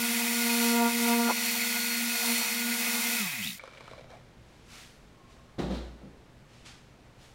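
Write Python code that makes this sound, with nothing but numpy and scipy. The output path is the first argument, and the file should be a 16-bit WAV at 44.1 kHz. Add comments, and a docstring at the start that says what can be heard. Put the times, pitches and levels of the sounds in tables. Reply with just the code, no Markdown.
"""An electric polisher runs a foam pad over car paint, close to one microphone in a garage.
Its gears hum, its fan whines, brushes and cooling air hiss. The pad chatters under pressure until it
skids free; switched off, the motor coasts down and ticks to rest. Clothing swishes, and the machine is
set down with a hollow thump. Automatic gain holds the level down while the motor runs."""
import sys
import numpy as np
from scipy import signal
from scipy.fft import rfft, irfft, next_fast_len
from scipy.io import wavfile

SR = 44100
rng = np.random.default_rng(int(sys.argv[2]) if len(sys.argv) > 2 else 0)


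def dump_mix(stems):
    """Bounce the given channels to the path in sys.argv[1] as a 16-bit WAV at rate SR."""
    frames = np.atleast_2d(stems).T  # one column per channel
    limited = np.clip(frames, -1, 1)  # hard clip at full scale
    pcm = np.round(limited * 32767).astype(np.int16)
    wavfile.write(sys.argv[1], SR, pcm)


N = 323694
TIME = np.arange(N) / SR
SKID_S, OFF_S, STOP_S = 1.302, 3.18, 3.586   # the pad skids free, the power is cut, the shaft stops
LOADED_HZ, WHINE_PER_TURN = 1443.3, 6.14   # fan whine under load, and its cycles per turn of the shaft


def from_db(db):
    return 10 ** (np.asarray(db) / 20)


def rms_one(x):
    return x / np.sqrt(np.mean(x ** 2) + 1e-20)


def in_time(rows):
    """Each column of a curve at every sample."""
    s, *columns = np.transpose(rows)
    return [np.interp(TIME, s, column) for column in columns]


def at_hz(spectrum, hz):
    """A spectrum's level in dB, read on a log-frequency axis."""
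    points_hz, db = np.transpose(spectrum)
    return np.interp(np.log(hz), np.log(points_hz), db)


def until(s, fade):
    """One before time s, fading to zero after it."""
    return np.clip(1 - (TIME - s) / fade, 0, 1)


def swell(s, half_s):
    """A smooth rise and fall around time s."""
    return np.exp(-((TIME - s) / half_s) ** 2)


def dying(s, t60):
    """Starts at time s and dies away."""
    return (TIME >= s) * np.exp(-np.log(1000) * np.clip((TIME - s) / t60, 0, 3))


def envelope(s, db, rise, hold, t60):
    """Rises to its level at time s, holds and dies away."""
    return from_db(db - 60 * np.maximum(TIME - s - hold, 0) / t60) * np.where(TIME < s, swell(s, rise), 1)


def drift(rate):
    """A smooth random wander with a spread of one; rate in Hz."""
    r = np.exp(-80 * np.pi * rate / SR)
    slow = signal.lfilter([1], [1, -2 * r, r * r], rng.standard_normal(N // 40 + 2002))[2000:]
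    return np.interp(np.arange(N) / 40, np.arange(len(slow)), rms_one(slow))


def noise(spectrum):
    """Noise of rms one, coloured by rows of frequency in Hz and level in dB."""
    size = next_fast_len(N)
    hz = np.maximum(np.arange(size // 2 + 1) * SR / size, 1)
    return rms_one(irfft(rfft(rng.standard_normal(size)) * from_db(at_hz(spectrum, hz)), size)[:N])


def filtered(x, hz, kind="low", order=2):
    return signal.sosfilt(signal.butter(order, hz, kind, fs=SR, output="sos"), x)


def resonate(x, hz, width):
    """A resonance with a gain of one at its peak."""
    r, w = np.exp(-np.pi * width / SR), 2 * np.pi * hz / SR
    return signal.lfilter(np.array([1, 0, -1]) * (1 - r * r) / 2, [1, -2 * r * np.cos(w), r * r], x)


def resonate_twice(x, hz, width):
    return resonate(resonate(x, hz, width), hz, width)


def ring(x, hz, t60):
    """A unit click sets a sine of height one ringing."""
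    r, w = np.exp(-np.log(1000) / (t60 * SR)), 2 * np.pi * hz / SR
    return signal.lfilter([0, np.sin(w)], [1, -2 * r * np.cos(w), r * r], x + 1e-18)


def garage(x, t60, wet_db, wall_hz):
    """The garage adds a dull, diffuse tail."""
    t = TIME[:SR]
    tail = rng.standard_normal(SR) * np.exp(-np.log(1000) * t / t60) * (t > .004)
    tail = filtered(tail, wall_hz, order=1)
    return x + from_db(wet_db) * signal.fftconvolve(x, tail / np.linalg.norm(tail))[:N]


def reflections(x, count, longest_s, echo_db):
    """Short echoes off the car body and walls ripple the spectrum at the microphone."""
    lags = (rng.uniform(.002, longest_s, count) * SR).astype(int)
    gain = from_db(echo_db)
    echoes = sum(rng.choice([-1, 1]) * np.pad(x, (lag, 0))[:N] for lag in lags) / np.sqrt(count)
    return (x + gain * echoes) / np.sqrt(1 + gain ** 2)


# Room tone of the garage. Each row: frequency in Hz, relative level in dB.
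ROOM_TONE = [(25, -11), (54, -4), (90, -11), (130, -3), (260, -8), (400, -10), (700, -13.5), (1100, -17.5),
             (2200, -21), (4000, -26), (8000, -34), (15000, -46.5)]
# Mains hum in the room. Each row: frequency in Hz, level in dB.
MAINS = [(60, -69), (120, -67), (240, -70)]
def background():
    """The garage around the microphone: uneven rumble, room hiss, mains hum and a brief faint whistle."""
    rumble = from_db(-60.5 + 1.2 * drift(5.6))
    rumble *= noise([(15, -3), (45, 3), (65, 2), (90, -5.5), (128, 0), (180, -7.5), (400, -48.5)])
    mains = np.sqrt(2) * sum(from_db(db) * np.sin(2 * np.pi * hz * TIME) for hz, db in MAINS)
    whistle = from_db(-68) * rms_one(resonate(rng.standard_normal(N), 1076, 25))
    whistle *= until(5.55, .05) - until(5.12, .038)
    return from_db(-57) * noise(ROOM_TONE) + rumble + mains + whistle


# Colour of rubbing cloth. Each row: frequency in Hz, relative level in dB.
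CLOTH_COLOUR = [(300, -30), (700, -4.5), (1400, 0), (2600, 2), (5000, -1.5), (7200, -5), (11000, -12),
                (15000, -21)]
# Sleeve movements. Each row: peak time in seconds, level in dB, rise, hold and t60 in seconds,
# treble cutoff in Hz.
SWISHES = [(4.54, -66.5, .1, 0.084, .8, 12000), (4.749, -50.5, 0.057, 0.068, 0.64, 17000),
           (5.32, -63.5, .04, .01, 0.72, 10000), (6.555, -61, 0.065, .03, 0.94, 9000),
           (6.665, -49.5, 0.012, 0.0044, 0.52, 9000), (7.246, -58.5, 0.057, .01, .7, 15000)]
def clothing():
    """Sleeves swish faintly, each swish with a brightness of its own."""
    cloth = from_db(.59 * drift(120)) * noise(CLOTH_COLOUR)
    return sum(envelope(s, db, rise, hold, t60) * filtered(cloth, top_hz)
               for s, db, rise, hold, t60, top_hz in SWISHES)


# Friction of the pad's last turns. Each row: frequency in Hz, relative level in dB.
FRICTION_COLOUR = [(200, -31), (420, -16), (520, 2.5), (700, -8), (850, -12), (1400, -6.5), (2050, -10),
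                   (2300, -2), (2600, -15), (3950, -11), (4600, -16.5), (9000, -27.5), (14000, -41)]
def pad_settling():
    """Grainy friction dies away as the pad turns on after the motor, ending in a last rub of foam."""
    turning = from_db(-47.5 - 28.5 * np.maximum(TIME - STOP_S, 0))
    turning *= (1 - until(3.56, .04)) * until(4.03, .068)
    last_rub = envelope(4.105, db=-57, rise=.012, hold=.038, t60=.5)
    friction = (turning + last_rub) * from_db(2 * drift(89)) * noise(FRICTION_COLOUR)
    foam = rms_one(resonate(resonate(rng.standard_normal(N), 710, 330), 680, 330))
    return friction + from_db(-53) * swell(4.135, .045) * foam


# Blows of the landing. Each row: start in seconds, relative thud and crunch levels in dB,
# rise and t60 in seconds.
THUMPS = [(5.583, -22.5, -23.5, 0.0093, 0.63), (5.700, -29.5, -29.5, 0.014, 0.37),
          (5.734, -53, -32, 0.017, 0.61), (6.005, -42, -71, 0.024, 0.87)]
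# Colour of those blows. Each row: frequency in Hz, relative level in dB.
THUMP_COLOUR = [(70, -33), (120, -10), (160, -1.5), (190, 3.5), (245, -1), (290, -9), (340, -4),
                (400, -10.5), (535, -9.5), (600, -12), (740, -16.5), (1090, -23.5), (2600, -30.5),
                (4060, -25), (4700, -32), (8100, -41.5), (14000, -56)]
# Modes of the hollow support. Each row: frequency in Hz, gain in dB, t60 in seconds.
SUPPORT_MODES = [(192, -14, 0.27), (236, -18, .25), (340.6, -15, 0.37), (512, -24, 0.21), (733, -19, 0.17)]
def thump():
    """The machine lands and rocks: dense thuds and crunches over the slow boom of a hollow support."""
    rattle = noise(THUMP_COLOUR)
    thud, crunch = filtered(rattle, 1200), filtered(rattle, 1200, "high")
    contacts, blows = np.zeros(N), np.zeros(N)
    for s, thud_db, crunch_db, rise, t60 in THUMPS:
        shape = dying(s, t60) * (1 - until(s, rise))
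        contacts += shape * (from_db(thud_db) * thud - from_db(crunch_db) * crunch)
        blows[round(s * SR)] = from_db(thud_db)
    support = sum(from_db(db) * ring(blows, hz, t60) for hz, db, t60 in SUPPORT_MODES)
    boom_s, boom_hz = 5.645, 59.5
    boom = np.sin(2 * np.pi * boom_hz * (TIME - boom_s))
    boom *= envelope(boom_s, db=-38.5, rise=.035, hold=.12, t60=.67)
    return from_db(-5.5) * contacts + support + boom


# Gear teeth knocking to rest. Each row: start in seconds, peak of the contact in dB, ring in Hz.
KNOCKS = [(3.595, -28.5, 2260), (3.637, -30, 1230), (3.676, -35, 1220), (3.735, -41, 2480),
          (3.773, -38, 3200), (3.807, -37.5, 990), (3.878, -36.5, 1300), (3.912, -38.5, 769),
          (3.934, -36, 1140), (3.979, -43, 800), (3.994, -39, 910), (4.010, -41, 700), (4.043, -44, 750),
          (4.104, -40.5, 809)]
# Modes of the gear case. Each row: frequency in Hz, relative gain in dB, t60 in seconds.
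CASE_MODES = [(541, -15, 0.048), (650, -13, 0.033), (1450, -19, 0.044), (2360, -13, 0.064),
              (4100, -19, 0.036)]
def gear_knocks():
    """Gear play: each knock is a gritty contact with a short ring of its own, and it sounds the case."""
    knocks = np.zeros(N)
    t = TIME[:SR // 20]
    for s, db, hz in KNOCKS:
        contact = filtered(rng.standard_normal(len(t)) * np.exp(-t / .0024), [450, 3300], "band")
        knock = rms_one(ring(contact, hz, t60=.008)) + from_db(-3) * rms_one(contact)
        start = round(s * SR)
        knocks[start:start + len(t)] += from_db(db) * knock / np.max(np.abs(knock))
    return knocks + from_db(-21.5) * sum(from_db(db) * ring(knocks, hz, t60) for hz, db, t60 in CASE_MODES)


# Spin of the pad, which slows under pressure. Each row: time in seconds, beats per second.
SPIN = [(0, 12), (.4, 12), (.7, 9.3), (1.25, 10.2), (1.38, 18.3), (1.85, 22), (2.1, 12.9), (2.3, 7.2),
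        (2.55, 19.6), (3.15, 17.6)]
def pad_spin():
    """The pad's spin, in beats per second."""
    return in_time(SPIN)[0]


def free_spin():
    """How far the pad's spin exceeds the 11 beats per second it makes under load."""
    return np.maximum(pad_spin() - 11, 0)


def motor_speed():
    """Share of the loaded speed: a little higher as the pad runs free, coasting down once switched off."""
    drag_s, friction_hz = .5, 794   # air drag slows it exponentially, dry friction adds a steady pull
    powered_hz = LOADED_HZ + .42 * free_spin()
    whine_hz = (powered_hz + friction_hz) * np.exp(-np.maximum(TIME - OFF_S, 0) / drag_s) - friction_hz
    return np.maximum(whine_hz / LOADED_HZ, 1e-3)


# How openly the moving tool faces the microphone. Each row: time in seconds, relative level in dB.
FACING = [(0.0, -32.5), (0.33, -33), (0.7, -31.5), (0.81, -36), (1.09, -32), (1.16, -35), (1.33, -36),
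          (1.46, -32.5), (2.07, -35), (2.3, -32), (2.63, -35.5), (2.92, -32.5), (3.17, -33)]
def strength(speed, db, per_facing, per_speed):
    """A layer grows as the tool faces the microphone and fades as it slows; slopes in dB per dB."""
    facing_db, = in_time(FACING)
    return from_db(db + per_facing * (facing_db - facing_db[TIME < OFF_S].mean())) * speed ** per_speed


def partials(orders, turns, flutter_db, flutter_hz, smear):
    """Multiples of a rotation, each wavering in level and phase; smear in radians."""
    return np.sqrt(2) * sum(from_db(db + flutter_db * drift(flutter_hz))
                            * np.sin(2 * np.pi * (k * turns + rng.random()) + smear * drift(flutter_hz))
                            for k, db in orders)


def brush_squeaks(turns):
    """Near rest the brushes catch once a turn: short ragged squeaks stepping up in pitch over a scrape."""
    first_s, hold_s, fade_db_per_s = 3.427, .068, 300
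    first_hz, top_hz, rise_hz_per_s = 2970, 3770, 15000
    squeaks = np.zeros(N)
    t = TIME[:SR // 50]
    shape = np.exp(-((t - t.mean()) / .0035) ** 2)
    grits = rng.standard_normal((8, len(t)))
    catch_turns = np.interp(first_s, TIME, turns) + np.arange(len(grits))
    times = np.interp(catch_turns, turns, TIME)
    for s, grit in zip(times[times < STOP_S], grits):
        age = s - first_s
        hz = min(first_hz + rise_hz_per_s * age, top_hz)
        db = -36.5 - fade_db_per_s * max(age - hold_s, 0)
        tone = rms_one(resonate_twice(grit, hz, 300))
        scrape = rms_one(resonate_twice(grit, 2700, 650))
        start = round((s - t.mean()) * SR)
        squeaks[start:start + len(t)] += from_db(db) * shape * (tone + from_db(-4) * scrape)
    return squeaks


# Resonances of the housing. Each row: frequency in Hz, width in Hz, relative gain in dB.
HOUSING_MODES = [(2008, 163, -0.5), (2074, 46, 0), (2117, 32, -2), (2240, 44, 3.5), (2480, 100, 3.5),
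                 (2530, 40, -37)]
# Brush and air hiss from close by. Each row: frequency in Hz, relative level in dB.
HISS_COLOUR = [(1710, -36.5), (2900, -6.5), (3740, -5), (4120, -6.5), (4210, -5.5), (4490, -3),
               (4750, -5.5), (5780, -4), (6290, -6.5), (7290, -4.5), (8110, -9.5), (9010, -3), (9670, -9.5),
               (11000, -6), (15600, -7.5)]
def air_and_brushes(speed, turns):
    """Cooling air and brush friction pulse with the shaft, deeper as it slows, and ring in the housing."""
    coast = 1 - until(3.34, .25)
    throb = 1 + (.074 + .15 * coast) * np.cos(2 * np.pi * turns) + .04 * np.cos(4 * np.pi * turns)
    flow = rng.standard_normal(N) * throb * from_db(.62 * drift(60))
    housing = sum(from_db(db) * resonate_twice(flow, hz, 2 * width) for hz, width, db in HOUSING_MODES)
    hiss = rms_one(noise(HISS_COLOUR) * throb * from_db(1.2 * drift(440) + .18 * drift(26)))
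    vents = noise([(300, -48), (1000, -14.5), (1700, -8), (3000, -12), (3800, -7.5), (6000, -51)]) * throb
    rush = (from_db(-1.5) * rms_one(housing) + from_db(-8) * vents) * until(3.412, .19)
    rush_gain = strength(speed, db=-35, per_facing=.72, per_speed=.55)
    hiss_gain = strength(speed, db=-31.5, per_facing=.82, per_speed=1.64)
    scrape_gain = from_db(-43) * swell(3.458, .082)   # brushes on the slowing commutator
    return rush_gain * rush + (hiss_gain + scrape_gain) * hiss


# Lower and upper partials of the whine. Each row: multiple of the blade rate, relative level in dB.
WHINE_LOW = [(2, -11), (2.57, -14), (3, -1), (3.428, -15), (4, -8), (5, -14)]
WHINE_HIGH = [(6, -4), (6.837, -13), (7, 0), (7.837, -6), (8.163, -9), (9, -10), (10, -12), (10.43, -12)]
# The lower whine at the microphone. Each row: time in seconds, relative level in dB.
LOW_WHINE_LEVEL = [(0.0, -56.5), (0.59, -42), (0.73, -44), (0.82, -51.5), (1.5, -43), (1.53, -47),
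                   (1.95, -43), (2.0, -48.5), (2.41, -41), (2.66, -49.5), (2.95, -47.5), (3.17, -50)]
def fan_whine(speed, blades):
    """Blades and commutator whine with gear sidebands, fading as the power goes off."""
    low = partials(WHINE_LOW, blades, flutter_db=1.5, flutter_hz=12, smear=.3)
    low *= from_db(in_time(LOW_WHINE_LEVEL)[0] + 3)
    high = partials(WHINE_HIGH, blades, flutter_db=2, flutter_hz=12, smear=.59)
    high *= strength(speed, db=-46.5, per_facing=2, per_speed=3)
    high *= from_db(-.72 * free_spin())   # weaker as the pad runs free
    blade_tone = partials([(1.002, -47)], blades, flutter_db=2, flutter_hz=7.1, smear=.16)
    return (low + high) * until(3.11, .14) + blade_tone * until(3.19, .18)


# Pressure on the pad before the skid. Each row: time in seconds, relative hum and chatter levels in dB.
PRESSURE = [(0.3, -34.5, -42), (0.648, -28.5, -35.5), (0.652, -28, -37.5), (0.864, -26, -30.5),
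            (0.918, -35, -38), (0.954, -31.5, -44), (1.134, -26.5, -32), (1.184, -27.5, -37.5),
            (1.198, -27.5, -33.5), (1.27, -28, -33.5), (1.28, -30.5, -33)]
def pressure():
    """How strongly the pressure drives hum and chatter, each in dB relative to a hard press."""
    hum_db, chatter_db = in_time(PRESSURE)
    return hum_db + 26, chatter_db + 31


# Foam rubbing on paint. Each row: frequency in Hz, relative level in dB.
RUB_COLOUR = [(115, -48), (190, -7), (300, -11), (400, -18), (560, -6.5), (670, -0.5), (715, 9),
              (790, -7.5), (880, 7), (960, 5), (1040, -4), (1400, 1), (2000, -16), (3500, -10.5)]
# Harder scrubbing on the fast strokes. Each row: centre and half length in seconds, boost in dB.
SCRUBS = [(2.25, 0.084, 4.5), (2.467, 0.079, 4), (2.953, 0.18, 3.5)]
# Stick-slip chatter. Each row: multiple of the shaft rate, relative level in dB.
CHATTER_ORDERS = [(3, 1), (4, 4.5), (5, -5.5), (6, 3), (7, -14), (8, -14), (9, -11), (11, -4)]
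def foam_pad(speed, turns):
    """Foam rubs on paint, sticks and slips once a turn when pressed, then skids free with a squawk."""
    stuck = until(SKID_S, .023)
    scrub_db = sum(db * swell(s, half_s) for s, half_s, db in SCRUBS)
    rub = from_db(scrub_db - .5 * stuck + 1.2 * drift(23)) * noise(RUB_COLOUR)
    rub *= strength(speed, db=-43, per_facing=1.16, per_speed=1.7)
    _, press_db = pressure()
    chatter = np.zeros(N)
    for k, db in CHATTER_ORDERS:
        slope = 1.39 + .2 * (k - CHATTER_ORDERS[0][0])   # a harder press sharpens each slip
        tone = partials([(k, db)], turns, flutter_db=3, flutter_hz=12, smear=.51)
        chatter += from_db(-39 + slope * press_db) * tone
    slips = np.diff(np.floor(turns + .31 * drift(84.3)), prepend=0) + .052 * rng.standard_normal(N)
    squawk = rms_one(resonate(slips, 980, 100) - .69 * resonate(slips, 510, 220)
                     + .67 * resonate(slips, 1150, 150) + .27 * resonate(slips, 300, 60))
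    return rub + chatter * stuck + from_db(-29.5) * swell(SKID_S, .021) * squawk


# Response of the polisher's body. Each row: frequency in Hz, relative gain in dB.
BODY_RESPONSE = [(40, -22), (90, 1.5), (140, -2), (190, 11.5), (240, 4.5), (310, -15.5), (480, -20),
                 (1400, -21)]
# The hand leans on the gliding tool or eases off. Each row: centre and half length in seconds,
# change of the hum and of its octave in dB.
LEANS = [(2.041, 0.077, 5, -11), (2.195, 0.042, -12, 3), (2.306, 0.054, 8, 6), (2.475, 0.037, -20, 2),
         (2.692, 0.086, 6.5, -3), (2.77, 0.022, -6, 1)]
def gear_hum(speed, turns):
    """The shaft shakes the body, harder under pressure; the spinning pad adds a beating side tone."""
    pressed = until(SKID_S, .014)
    press_db, _ = pressure()
    lean_db, lean_octave_db = sum(np.outer(changes, swell(s, half_s)) for s, half_s, *changes in LEANS)
    hum_db = pressed * (-26 + press_db) + (1 - pressed) * (-40 + lean_db)
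    octave_db = pressed * (-35 + 1.42 * press_db) + (1 - pressed) * (-50.5 + lean_octave_db)
    wobble = 1 + .5 * np.tanh(drift(21)) * (1 - until(2.76, .05))   # the pad wobbles on the last strokes
    # Coasting, the shaft's multiples pass one by one through the body resonance near 200 Hz.
    orders, shaft_hz = np.arange(1, 7)[:, None], LOADED_HZ / WHINE_PER_TURN
    gains = from_db(at_hz(BODY_RESPONSE, orders * shaft_hz * speed) - at_hz(BODY_RESPONSE, shaft_hz))
    shake = np.sqrt(2) * np.sum(gains * np.sin(2 * np.pi * orders * turns), axis=0)
    shake *= speed ** 1.03 * until(3.535, .04)
    octave = partials([(2, -1.1)], turns, flutter_db=1.2, flutter_hz=18, smear=.13) * speed ** 7
    beats = np.cumsum(pad_spin()) / SR
    side_tone = partials([(.99, -51)], turns - beats, flutter_db=3, flutter_hz=1.2, smear=.4)
    return wobble * (from_db(hum_db) * shake + from_db(octave_db) * octave) + side_tone * until(3.2, .12)


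def scene():
    """The polisher close up and the garage behind it, at one microphone feeding both channels."""
    speed = motor_speed()
    blades = np.cumsum(LOADED_HZ * speed * (1 + .000695 * drift(8.1))) / SR
    turns = blades / WHINE_PER_TURN
    air = reflections(air_and_brushes(speed, turns), count=10, longest_s=.018, echo_db=-9)
    machine = gear_hum(speed, turns) + foam_pad(speed, turns) + fan_whine(speed, blades)
    machine = (machine + air + brush_squeaks(turns)) * until(STOP_S, .004)
    machine = filtered(machine, 90, "high")   # a small body radiates little bass
    machine *= from_db(11)   # loud enough that the automatic gain holds it down while it runs
    blows = garage(gear_knocks() + thump(), t60=.45, wet_db=-14, wall_hz=4000)
    return np.tile(machine + blows + pad_settling() + clothing() + background(), (2, 1))


def gain_control(x, threshold_db, memory_s, most_db):
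    """Lasting loud sound turns the gain down, by a limited amount; short blows pass."""
    keep = np.exp(-1 / (memory_s * SR))
    power = x[0] ** 2
    average, _ = signal.lfilter([1 - keep], [1, -keep], power, zi=[np.mean(power[:SR])])
    excess_db = 10 * np.log10(average + 1e-12) - threshold_db
    return x * from_db(-np.clip(excess_db, 0, most_db))


def record(dry):
    """The microphone runs through automatic gain and a steep treble cut at 15.8 kHz."""
    levelled = gain_control(dry, threshold_db=-31, memory_s=.15, most_db=11)
    return signal.sosfilt(signal.ellip(12, .1, 80, 15800, fs=SR, output="sos"), levelled)


dry = scene()
out = record(dry)
dump_mix(out)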